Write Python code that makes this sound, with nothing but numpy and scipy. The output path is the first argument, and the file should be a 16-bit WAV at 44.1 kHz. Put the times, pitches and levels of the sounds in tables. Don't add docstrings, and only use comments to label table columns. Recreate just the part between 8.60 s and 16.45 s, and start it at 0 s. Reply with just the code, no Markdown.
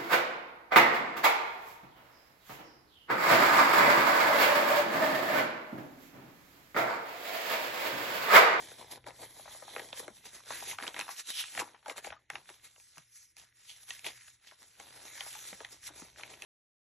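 import sys
import numpy as np
from scipy import signal
from scipy.fft import rfft, irfft, next_fast_len
from scipy.io import wavfile
from scipy.ndimage import uniform_filter1d, map_coordinates

SR = 44100
rng = np.random.default_rng(int(sys.argv[2]) if len(sys.argv) > 2 else 0)


def makeup_ratio(level_db):
    decades = np.asarray(level_db, float) / 20
    return 10 ** decades


def master(y):
    cut = np.clip(np.atleast_2d(y).T, -1, 1)
    pcm = np.round(cut * 32767)
    wavfile.write(sys.argv[1], SR, pcm.astype(np.int16))


N = 346185

# t/s, level/dB
ROOM_LEVEL = [(0.0, -70), (0.46, -65), (0.76, -72), (1.88, -71.5), (2.05, -63), (2.53, -86), (2.8, -77),
              (3.15, -81), (4.0, -76), (4.35, -80), (5.14, -81), (5.46, -71.5), (5.88, -81.5), (6.41, -72),
              (7.39, -69.5), (7.85, -72.5)]
# f/Hz, level/dB
RUMBLE_COLOUR = [(22, -16), (40, -2), (70, 5.5), (110, 0.5), (180, -8.5), (300, -10), (500, -15)]
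# f/Hz, level/dB
SELF_NOISE_COLOUR = [(300, 8.5), (800, -20), (2000, 17), (6000, -23), (13000, -16)]

# loudest t/s, edge hiss level/dB, rise/s, fall/s, sheet bend/dB
PINNING = [(0.0, -53, .05, 0.26, 5), (.195, -61.5, 0.026, 0.11, 13.5), (0.321, -51.5, 0.018, 0.033, -1),
           (0.369, -60.5, 0.22, 0.018, 8), (0.474, -58, 0.017, 0.051, 18),
           (0.636, -53.5, 0.087, 0.043, 3.5), (.73, -66, 0.34, 0.4, 7.5), (.928, -57.5, 0.34, 0.31, -5.5),
           (1.197, -57.5, 0.26, 0.25, 5), (1.377, -50.5, 0.038, 0.067, -2), (1.44, -65, 0.05, 0.059, 14),
           (1.56, -63, .12, 0.2, -3.5), (1.66, -55.5, 0.025, 0.061, 0), (1.755, -54.5, 0.037, 0.069, -2)]
# same columns, t/s, level/dB, rise/s, fall/s, bend/dB
LEAFING = [(1.923, -46.5, 0.058, 0.1, 1.5), (2.108, -47, 0.14, 0.049, -4), (2.237, -50, 0.051, 0.028, 4),
           (2.278, -50.5, 0.025, 0.038, 6), (2.396, -49, 0.072, 0.056, 6), (2.515, -51.5, 0.061, 0.076, -7),
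           (2.595, -45, 0.03, 0.033, -13.5), (2.7, -42.5, 0.039, 0.044, -20.5),
           (2.806, -41, 0.089, 0.037, -21), (2.898, -52.5, 0.087, 0.12, -20), (3.006, -44, 0.057, 0.023, 4),
           (3.05, -65.5, .03, 0.17, 10)]
# t/s, level/dB, rise/s, fall/s, bend/dB
FOLDING = [
    (3.305, -53.5, 0.038, 0.028, 9.5),
    (3.381, -52, 0.022, 0.03, 0),
    (3.457, -51.5, 0.029, 0.063, -0.5),
    (3.53, -74, .05, 0.12, 8),
    (3.712, -67, .008, 0.32, -8),
    (3.756, -64.5, 0.043, 0.071, 15.5),
    (3.891, -64.5, 0.048, 0.22, -2),
    (4.05, -56.5, 0.02, 0.06, -6.5),
    (4.23, -65, 0.18, 0.25, -62),
    (4.384, -65, 0.13, 0.078, -11),
]
# t/s, level/dB, rise/s, fall/s, bend/dB
TURNING = [(4.567, -59.5, 0.075, 0.14, -55), (4.78, -59, 0.015, 0.093, -6), (4.97, -70, 0.036, 0.11, -15),
           (5.111, -60, .12, 0.24, -16), (5.297, -53.5, 0.035, 0.13, -10), (5.463, -48.5, 0.025, 0.058, 2),
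           (5.56, -62.5, .1, 0.15, -16), (5.685, -61, 0.16, 0.084, -22.5),
           (5.874, -63.5, 0.055, 0.12, -3.5), (6.031, -64.5, 0.069, 0.078, 0), (6.2, -66, 0.044, 0.72, 8),
           (6.63, -56, 0.45, 0.47, -8), (6.884, -54, 0.55, 0.095, -18), (7.05, -66.5, 0.35, 0.068, 6.5),
           (7.124, -59.5, 0.031, 0.071, -1.5), (7.275, -49, 0.044, 0.026, -12.5),
           (7.394, -60.5, 0.11, 0.17, 3.5), (7.588, -60, 0.038, 0.16, 5), (7.722, -58, 0.1, 0.081, 2),
           (7.847, -60.5, 0.11, .05, 6)]
# loudest t/s, level/dB, rise/s, fall/s, sheet bend/dB
SKIMS = [
    (.1, -65, .1, 0.21, 0),
    (.92, -62, 0.21, 0.046, 1),
    (1.1, -57, .06, 0.19, 0),
    (2.1, -52.5, .05, 0.025, 0),
    (5.32, -59, .03, .06, 0),
    (5.467, -45.5, .03, .035, 0),
    (2.79, -43.5, 0.094, 0.088, 3),
    (5.095, -53, 0.015, 0.069, -9),
    (5.88, -63, 0.016, 0.026, 0),
]
# loudest t/s, level/dB, rise/s, fall/s, sheet bend/dB
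GLIDES = [
    (1.39, -56, .04, .04, 0),
    (4.8, -62, .04, .05, 0),
    (5.1, -58, .02, .04, 0),
    (6.87, -54, 0.07, 0.053, 0),
    (7.135, -56, 0.043, .05, 0),
    (7.275, -47, 0.048, .02, 0),
    (7.4, -56, 0.058, 0.064, 0),
    (7.59, -60, 0.037, 0.047, 0),
]
# f/Hz, level/dB
HISS_COLOUR = [(3000, -30), (4300, -6), (5300, 0), (8200, 0), (9300, -4), (10500, -25)]
# f/Hz, level/dB
FIZZ_COLOUR = [(7800, -25), (9000, -4), (10000, 0), (16000, 0)]
# f/Hz, level/dB
SCRAPE_COLOUR = [(700, -14), (1200, -4.5), (1900, 2), (2400, 0), (2900, -2.5), (3800, 1.5), (4600, -6.5),
                 (6500, -22.5)]
# f/Hz, level/dB
FLAP_COLOUR = [(150, -19), (300, -7), (550, -6), (950, -5), (1200, -14.5), (2000, -26)]
# f/Hz, level/dB
THUD_COLOUR = [(30, -47), (60, 0.5), (150, 1.5), (260, -6), (400, -29)]
FADE_DB, ROUNDED = 15, 1.245
SCRAPE_DB, SCRAPE_PER_BEND, SCRAPE_LINGERS = 2.5, 0.16, 1.055
FLAP_LINGERS = 0.9
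SKIM_HZ, SKIM_WIDTH_HZ = 3200, 2300

# t/s, peak level/dB, final pitch f/Hz
KNOCKS = [(0.114, -43, 500), (0.371, -41.5, 540), (0.504, -41, 583), (0.621, -41.5, 515), (0.793, -40, 635),
          (0.854, -41.5, 690), (0.876, -37, 653), (0.946, -42, 642), (1.021, -37, 610), (1.078, -37.5, 720),
          (1.903, -27.5, 833), (2.022, -35, 757), (2.129, -36, 880), (2.24, -33, 764), (2.268, -38, 880),
          (2.488, -30, 825), (3.016, -29, 850), (3.144, -44, 880), (3.227, -54.5, 880), (3.281, -31.5, 560),
          (3.308, -34, 580), (3.469, -36, 592), (3.521, -35, 738), (5.918, -47.5, 703), (6.198, -40.5, 696),
          (6.662, -40.5, 710), (6.75, -43, 863), (6.609, -40, 860), (7.011, -41, 520), (1.426, -42, 520),
          (1.397, -40, 480), (.472, -39, 600), (.482, -42, 600), (3.297, -33, 700), (3.447, -36, 750),
          (1.214, -41, 480), (7.288, -40.5, 910), (7.419, -47.5, 278), (7.594, -41, 910)]
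# t/s, peak level/dB, final pitch f/Hz
THUMPS = [(1.479, -38, 403), (3.478, -58.5, 77), (3.72, -56, 160), (3.5, -57.5, 104), (4.372, -55, 173),
          (4.779, -65, 83), (6.925, -44.5, 229), (6.926, -39, 560), (7.004, -39, 460), (3.018, -36.5, 380),
          (7.3, -50, 340), (3.9, -48.5, 400), (1.5, -50, 260), (7.416, -48, 200)]
SHEET_HZ = [
    542,
    880,
    720,
    739,
]
BUCKLE_DB = [
    -8,
    -11,
    -11,
    -17.5,
]
BUCKLE_DB_PER_OCTAVE, SHEET_SCATTER = -1, 0.07

# t/s, peak level/dB, f/Hz
TICKS = [(0.185, -44, 748), (0.227, -46, 2150), (0.314, -34, 3340), (0.36, -38, 3600), (.486, -36, 3700),
         (.117, -40, 1700), (3.369, -36, 1800), (2.999, -29, 3500), (0.563, -48, 1910), (0.633, -38.5, 743),
         (0.859, -37.5, 756), (0.961, -44, 740), (1.22, -42, 3440), (1.643, -45, 2140), (1.658, -47, 1910),
         (1.742, -48, 1810), (1.805, -43, 1090), (1.86, -43, 5510), (1.911, -30, 891), (2.21, -33, 1130),
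         (2.226, -27, 1900), (2.236, -26.5, 1070), (2.401, -22, 2620), (2.467, -41, 1030),
         (2.51, -35, 2010), (2.565, -38, 3080), (2.585, -38, 3760), (2.672, -32, 3590), (2.696, -35, 2600),
         (2.743, -33, 4200), (2.754, -30, 4050), (3.01, -27.5, 1080), (3.019, -32, 797), (3.057, -40, 1090),
         (3.077, -44.5, 899), (3.135, -53, 2720), (3.15, -44, 1020), (3.164, -52, 1790), (3.229, -56, 915),
         (3.385, -33, 1920), (3.471, -38, 703), (3.784, -46, 1820), (3.858, -49, 1720), (3.894, -39, 1950),
         (3.999, -52, 2580), (4.554, -52, 5880), (4.781, -51, 5500), (4.846, -51, 3950), (4.926, -57, 1870),
         (4.958, -58, 2960)]
# t/s, peak level/dB, f/Hz
PAGE_TICKS = [(5.064, -55, 3110), (5.082, -45, 3630), (5.102, -43, 3570), (5.114, -40, 3660),
              (5.233, -46, 3790), (5.61, -42, 2280), (5.68, -46, 1910), (5.847, -49, 1950),
              (5.865, -47, 3730), (5.883, -43, 3880), (5.913, -41, 1840), (6.154, -53, 1780),
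              (6.286, -49, 2470), (6.34, -46, 1930), (6.578, -35, 1920), (6.862, -42, 5980),
              (7.232, -47, 1810), (7.242, -43, 2840), (7.263, -38, 5750), (7.309, -45, 703),
              (7.561, -42, 1480), (7.585, -41, 1790), (7.599, -42, 821), (7.611, -38, 2600),
              (7.74, -38, 2270)]
# t/s, peak level/dB, f/Hz
MORE_TICKS = [(1.2005, -30, 1900), (2.380, -33, 1800), (2.420, -33, 1500), (5.290, -40, 2500),
              (5.308, -30, 2900), (7.010, -38, 1000), (4.162, -52, 1300), (4.18, -55, 600),
              (4.836, -56, 900), (3.142, -50, 600), (3.042, -42, 900), (3.088, -46, 1900), (7.45, -50, 620),
              (3.703, -30, 2100), (4.373, -42, 1100), (4.36, -50, 1900), (3.735, -40, 1880),
              (3.362, -40, 940), (5.453, -29, 2500), (3.268, -36, 700), (3.288, -36, 600),
              (4.058, -48, 2500), (1.0, -48, 1500), (0.912, -46, 700), (1.112, -46, 800)]
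# t/s, peak level/dB, f/Hz, time to fade by 60 dB/s
RINGS = [
    (6.752, -48, 855, .12),
    (3.566, -53, 1230, .06),
    (3.701, -39, 1600, .03),
    (5.306, -39, 1900, .025),
    (3.262, -40, 870, .06),
]
TICK_DB, TICK_CYCLES = -4, 1.5
TICK_WIDTH, TICK_DROP, TICK_ROUGH = 1.2, 1.2, .7

# t/s, peak level/dB, sheet ring f/Hz, bright crack beside it/dB
PINNED_SNAPS = [(0.4405, -45, 2070, -28), (0.4648, -34, 1470, -13), (0.5046, -39, 1790, -21),
                (1.162, -23.5, 1350, -17), (1.1807, -32, 1450, -22), (1.1941, -28, 1710, -17),
                (1.2864, -46, 4110, 5), (1.3279, -24.5, 3200, -31), (1.3721, -38, 1970, -2),
                (1.394, -33.5, 2020, -2), (1.479, -30.5, 1150, -10)]
# t/s, peak level/dB, sheet ring f/Hz, bright crack/dB
LEAF_SNAPS = [ (2.1848, -23.5, 1430, -31), (2.2, -32, 1090, -29), (2.2666, -25, 2230, -21),
              (2.2769, -22.5, 3560, -27), (2.3422, -30.5, 2460, -15.5), (2.363, -24.5, 1070, -21),
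              (2.391, -22.5, 1560, -4), (2.41, -23, 2490, -11), (2.4794, -30, 1010, -22),
              (2.49, -33.5, 1100, -23), (2.8382, -30, 2140, -21), (2.9487, -32, 1900, -9),
              (2.975, -20, 1890, -15), (2.9911, -22.5, 1940, -14), (2.998, -26.5, 1040, 15), ]
# t/s, peak level/dB, sheet ring f/Hz, bright crack/dB
FOLD_SNAPS = [(3.259, -30.5, 910, -31), (3.2806, -34, 1080, -1), (3.2961, -24.5, 1960, -19),
              (3.379, -30, 1660, -4.5), (3.4445, -30, 1800, -14), (3.5027, -31, 1640, -30),
              (3.5254, -30, 1220, -37), (3.7, -25, 1890, -8.5), (3.7538, -25, 1700, -30),
              (3.8898, -35.5, 1600, -22), (3.899, -39, 1400, -7), (3.9174, -51, 4030, -9),
              (4.042, -57, 2940, -2), (4.1606, -47, 2520, -14), (4.1986, -48, 2000, 1),
              (4.3799, -37.5, 1260, -2.5), ]
# t/s, peak level/dB, sheet ring f/Hz, bright crack/dB
PAGE_SNAPS = [(4.7662, -42, 1900, -1), (4.836, -52, 1480, -22), (5.095, -42, 3900, 1),
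              (5.2813, -42, 2570, -12), (5.305, -25, 2780, -7.5), (5.392, -39, 3160, -2),
              (5.4435, -31, 2700, -10), (5.464, -22.5, 2500, -25), (5.6803, -43, 2000, -8),
              (6.028, -46.5, 2030, 1), (6.1988, -38, 980, 4), (6.6061, -23.5, 2830, -14),
              (6.75, -39, 1680, -6), (6.9288, -33, 1560, -22), (7.003, -33.5, 1550, -28),
              (7.0468, -27.5, 2230, -13), (7.419, -38, 890, -21), (7.6332, -27, 2070, -20),
              (7.8204, -30, 2470, -3)]
CREEP_S, CREEP_DB = 0.0035, -21

# f/Hz, width/Hz, share taken away (0-1)
HAND_DIPS = [
    (1320, 600, .7),
    (2750, 800, .7),
    (6300, 3500, .3),
]
HAND_LIFTS_S, HAND_LIFT_TAKES_S = 1.55, .1

# f/Hz, angle/rad
LEAD = [(300, -.1), (1100, -.5), (1460, 0), (2000, 0), (2400, .5), (3200, -.3), (4450, .6), (4850, 3.14),
        (5450, 6.28), (6150, 6.28), (8750, 9.42), (9350, 9.42), (11300, 11.5), (12050, 12.57)]
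# f/Hz, likeness (0-1)
ALIKE = [(60, .985), (300, .87), (1100, .9), (1500, 1), (2050, 1), (2600, .88), (4200, .6), (4900, .99),
         (6000, 1), (7600, .8), (8750, 1), (9350, 1), (10600, .82), (12000, .98), (13800, .2)]
# f/Hz, level/dB
TILT = [(2100, 0), (2600, 2), (3000, -1.5), (4000, -4.5), (5000, 0)]
# f/Hz, level/dB
MIC_TOP = [(11000, 0.5), (12000, -9.5), (13000, -14), (14200, -18), (15700, -21), (15900, -88)]


def unit(x):
    return x / np.sqrt(np.mean(x ** 2) + 1e-20)


def along(points, hz):
    f, value = np.transpose(points)
    return np.interp(np.log(hz + 1), np.log(f + 1), value)


def wobble(rate):
    knots = rng.standard_normal(int(N * rate / SR) + 4)
    return map_coordinates(knots, [np.arange(N) * rate / SR])


def filtered(x, response):
    length = x.shape[-1]
    padded = next_fast_len(length + min(8192, length // 2))
    spectrum = rfft(x, padded) * response(np.fft.rfftfreq(padded, 1 / SR))
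    return irfft(spectrum, padded)[..., :length]


def coloured(x, spectrum):
    closed = [(5, -120)] + spectrum + [(22050, -120)]
    return unit(filtered(x, lambda hz: makeup_ratio(along(closed, hz))))


def resonance(x, centre_hz, width_hz):
    return filtered(x, lambda f: 1j * f * width_hz / (centre_hz ** 2 - f * f + 1j * f * width_hz))


def swell(t, peak_s):
    return t / peak_s * np.exp(1 - t / peak_s)


def add(track, s, db, sound):
    place = track[:, round(s * SR):][:, :sound.shape[1]]
    place += makeup_ratio(db) * sound / np.abs(sound[0]).max()


def room_tone():
    t = np.arange(N) / SR
    level_db = np.interp(t, *np.transpose(ROOM_LEVEL))
    unsteady_db = 3 * wobble(12)
    hum = makeup_ratio(level_db - 3 + unsteady_db) * np.sin(2 * np.pi * 120 * t + 0.9 * wobble(27))
    rumble_noise = coloured(rng.standard_normal((2, N)), RUMBLE_COLOUR)
    rumble = makeup_ratio(level_db - 4.5 + 0.67 * wobble(9.1)) * rumble_noise
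    self_noise = makeup_ratio(-82.5) * coloured(rng.standard_normal((2, N)), SELF_NOISE_COLOUR)
    return hum * [[1], [0]] + rumble + self_noise


def strokes(rows, over_db=0, per_bend=0, lingers=1):
    s, db, rise, fall, bend_db = np.transpose(rows)[:, :, None]
    t = np.arange(0, N, 88) / SR
    away = np.where(t < s, (s - t) / rise, (t - s) / fall) / lingers
    stroke_db = db + over_db + per_bend * bend_db - FADE_DB * away ** ROUNDED
    power = makeup_ratio(2 * stroke_db).sum(axis=0)
    return np.interp(np.arange(N) / SR, t, 10 * np.log10(power + 1e-15))


def fibres(per_second, spread_db, life_s):
    strength = makeup_ratio(spread_db * np.minimum(rng.exponential(size=N), 2.2))
    catches = (rng.random(N) < per_second / SR) * strength
    fade = np.exp(-1 / (life_s * SR))
    return unit(signal.lfilter([1], [1, -2 * fade, fade ** 2], catches))


def patchy(x, depth_db):
    z = signal.stft(x, nperseg=512)[2]
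    field = uniform_filter1d(rng.standard_normal(z.shape[1:]), size=9, axis=0)
    field = uniform_filter1d(field, size=16, axis=1)
    return signal.istft(z * makeup_ratio(depth_db * unit(field)), nperseg=512)[1][:, :N]


def rubbing():
    rows = PINNING + LEAFING + FOLDING + TURNING
    hiss_db = strokes(rows)
    scrape_db = strokes(rows, SCRAPE_DB, SCRAPE_PER_BEND, SCRAPE_LINGERS)
    flap_db = strokes(rows, 0, 0.84, FLAP_LINGERS)
    catches = fibres(per_second=170, spread_db=3.0, life_s=0.0008)
    pressure = wobble(35)

    def noise(grain):
        return patchy(rng.standard_normal((2, N)), depth_db=2) * (1 + grain * catches)

    edge = noise(grain=0.1)
    hiss = makeup_ratio(hiss_db + 1.5 + pressure + 1.58 * wobble(90)) * coloured(edge, HISS_COLOUR)
    glide = makeup_ratio(strokes(GLIDES) + pressure) * coloured(noise(grain=0.28), HISS_COLOUR)
    fizz_db = hiss_db + 4.5 + 1.6 * pressure + 1.4 * wobble(60) + 1.1 * wobble(5.4)
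    fizz = makeup_ratio(fizz_db) * coloured(edge, FIZZ_COLOUR)

    grainy = noise(grain=0.42)
    scrape = makeup_ratio(scrape_db - 1.17 + 0.52 * pressure) * coloured(grainy, SCRAPE_COLOUR)
    corner = resonance(grainy, SKIM_HZ, SKIM_WIDTH_HZ)
    corner = unit(resonance(corner, SKIM_HZ, SKIM_WIDTH_HZ))
    skim = makeup_ratio(strokes(SKIMS) + pressure) * corner

    flap = makeup_ratio(flap_db - 5 + pressure) * coloured(noise(grain=0.61), FLAP_COLOUR)
    thud_db = 0.63 * flap_db - 42 + 4.3 * wobble(8.1)
    thud = makeup_ratio(thud_db) * coloured(rng.standard_normal((2, N)), THUD_COLOUR)
    return hiss + glide + fizz + scrape + skim + thud, flap


def buckles():
    bends = []
    snap_tables = [PINNED_SNAPS, LEAF_SNAPS, FOLD_SNAPS, PAGE_SNAPS]
    for rows, sheet_hz, under_db in zip(snap_tables, SHEET_HZ, BUCKLE_DB):
        for s, db, ring_hz, _ in rows:
            bend_db = db + under_db + BUCKLE_DB_PER_OCTAVE * np.log2(ring_hz / 1500)
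            bends.append((s, bend_db, sheet_hz * np.exp(rng.normal(0, SHEET_SCATTER))))
    return bends


def knocks():
    out, t = np.zeros((2, N + SR)), np.arange(4400) / SR
    for s, db, final_hz in [*KNOCKS, *THUMPS, *buckles()]:
        fall_hz = final_hz * (0.871 + 1.407 * np.exp(-t / 0.0014))
        start_phase = rng.uniform(0, 2 * np.pi, (2, 1))
        wave = np.sin(2 * np.pi * np.cumsum(fall_hz) / SR + start_phase)
        rattle = resonance(rng.standard_normal((2, len(t))), final_hz, final_hz)
        rattle = unit(resonance(rattle, 1.5 * final_hz, 2.4 * final_hz))
        add(out, s + .0015, db - 2.2, (wave + .6 * rattle) * swell(t, 1.4 / final_hz))
    return out[:, :N]


def ticks():
    out, t = np.zeros((2, N + SR)), np.arange(700) / SR
    s, db, hz = np.transpose([*TICKS, *PAGE_TICKS, *MORE_TICKS])[:, :, None, None]
    life_s = TICK_CYCLES / np.sqrt(hz * 2000)
    falling_hz = hz * (.8 + TICK_DROP * np.exp(-t / life_s))
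    start_phase = rng.uniform(0, 2 * np.pi, (len(s), 2, 1))
    wave = np.sin(2 * np.pi * np.cumsum(falling_hz, axis=2) / SR + start_phase)
    rough = resonance(rng.standard_normal((len(s), 2, len(t))), hz, TICK_WIDTH * hz)
    rough = rough * np.sqrt(12000 / hz)
    sounds = resonance((wave + TICK_ROUGH * rough) * swell(t, life_s), hz, 2.2 * hz)
    for at_s, level_db, sound in zip(s.ravel(), db.ravel(), sounds):
        add(out, at_s - .001, level_db + TICK_DB, sound)

    t = np.arange(6000) / SR
    for at_s, level_db, ring_hz, t60 in RINGS:
        fade = makeup_ratio(-60 * t / t60) * (1 - np.exp(-t / .001))
        add(out, at_s, level_db, [[1], [.5]] * np.sin(2 * np.pi * ring_hz * t) * fade)
    return out[:, :N]


def snaps():
    out, lead = np.zeros((2, N + SR)), 400
    t = (np.arange(1300) - lead) / SR
    after = np.maximum(t, 0)
    s, db, ring_hz, crack_db = np.transpose(PINNED_SNAPS + LEAF_SNAPS + FOLD_SNAPS + PAGE_SNAPS)
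    sheet_hz = ring_hz[:, None, None]
    burst = rng.standard_normal((2, len(s), 2, len(t)))

    creep = makeup_ratio(CREEP_DB) * np.exp(-np.abs(t) / CREEP_S)
    click = 2.5 * (t == 0) * [[1], [.3]]
    wide = resonance(burst[0] * (creep + swell(after, 0.0008)) + click, 2250, 3300)
    wide = resonance(wide, 62 * np.sqrt(sheet_hz) - 700, 2600)
    ring = resonance(wide, sheet_hz, 0.5 * sheet_hz)
    crack = resonance(burst[1] * swell(after, 0.0006), 8000, 7200)
    crack = resonance(crack, 7700, 7000)
    for k, start_s in enumerate(s + .0008 - lead / SR):
        add(out, start_s, db[k] - 7.5, ring[k])
        add(out, start_s, db[k] - 9.5, wide[k])
        add(out, start_s, db[k] + min(crack_db[k], 1) + 3, crack[k])
    return out[:, :N]


def under_hand(x):
    hollow = x
    for hz, width_hz, share in HAND_DIPS:
        hollow = hollow - share * resonance(hollow, hz, width_hz)
    lifted = np.clip((np.arange(N) / SR - HAND_LIFTS_S) / HAND_LIFT_TAKES_S, 0, 1)
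    return lifted * x + (1 - lifted) * makeup_ratio(.6) * hollow


def walls(x, t60, level_db):
    t = np.arange(SR // 4) / SR
    tail = resonance(rng.standard_normal((2, len(t))) * makeup_ratio(-60 * t / t60), 2380, 3600)
    tail = tail / np.linalg.norm(tail[0])
    late = np.pad(x, ((0, 0), (120, 0)))
    return makeup_ratio(level_db) * signal.fftconvolve(late, tail, axes=1)[:, :N]


def ports(pair):
    def split(hz):
        turn = np.arccos(np.clip(along(ALIKE, hz), 0, 1)) / 2
        return np.array([np.cos(turn), np.sin(turn)])

    shared, apart = filtered(pair, split)
    side = np.array([[1], [-1]])

    def difference(hz):
        return makeup_ratio(side * along(TILT, hz) / 2) * np.exp(side * .5j * along(LEAD, hz))

    return filtered(shared + side * apart, difference)


def scene():
    bright, flap = rubbing()
    crisp, dull = snaps() + ticks(), knocks()
    high = under_hand(bright) + crisp + walls(crisp, t60=0.093, level_db=-16.5)
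    low = flap + dull + walls(dull, t60=0.17, level_db=-8.5)
    return ports(high + room_tone()) + ports(low) * makeup_ratio([[2.2], [-2.4]])


def drop_weak_bands(x, below_db, follow, scatter_db, size=16):
    window, lead = np.sqrt(np.hanning(2049)[:-1]), 1024 - 199
    pair = np.array([x[0] + x[1], x[0] - x[1]]) / 2
    pair = np.pad(pair, ((0, 0), (lead, 0)))
    hz, _, z = signal.stft(pair, SR, nperseg=len(window), window=window)
    power = np.abs(z[:, :-1].reshape(2, -1, size, z.shape[-1])) ** 2
    bands = np.mean(power, axis=2)
    frame = bands[:, 2:33].sum(axis=0).mean(axis=0)
    limit = frame * (frame / np.median(frame)) ** (follow - 1)
    chance = uniform_filter1d(rng.standard_normal(bands.shape[1:]), size=3, axis=0)
    threshold_db = along(below_db, hz[:-1:size])[:, None] + scatter_db * chance
    keep = bands > limit * makeup_ratio(2 * threshold_db)
    keep[:, :, 1:] |= frame[1:] > 12 * frame[:-1]
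    z[:, :-1] *= np.repeat(keep, size, axis=1)
    mid, side = signal.istft(z, nperseg=len(window), window=window)[1][:, lead:][:, :N]
    return np.array([mid + side, mid - side])


def low_pass(x):
    return signal.sosfilt(signal.butter(12, 15690, fs=SR, output="sos"), x)


def record(dry):
    heard = filtered(dry, lambda hz: makeup_ratio(along(MIC_TOP, hz)))
    below_db = [(1000, -60), (1500, -22), (8000, -14)]  # f/Hz, level/dB
    mix = drop_weak_bands(heard, below_db, follow=.78, scatter_db=4)
    return low_pass(mix)


dry = scene()
out = record(dry)
master(out)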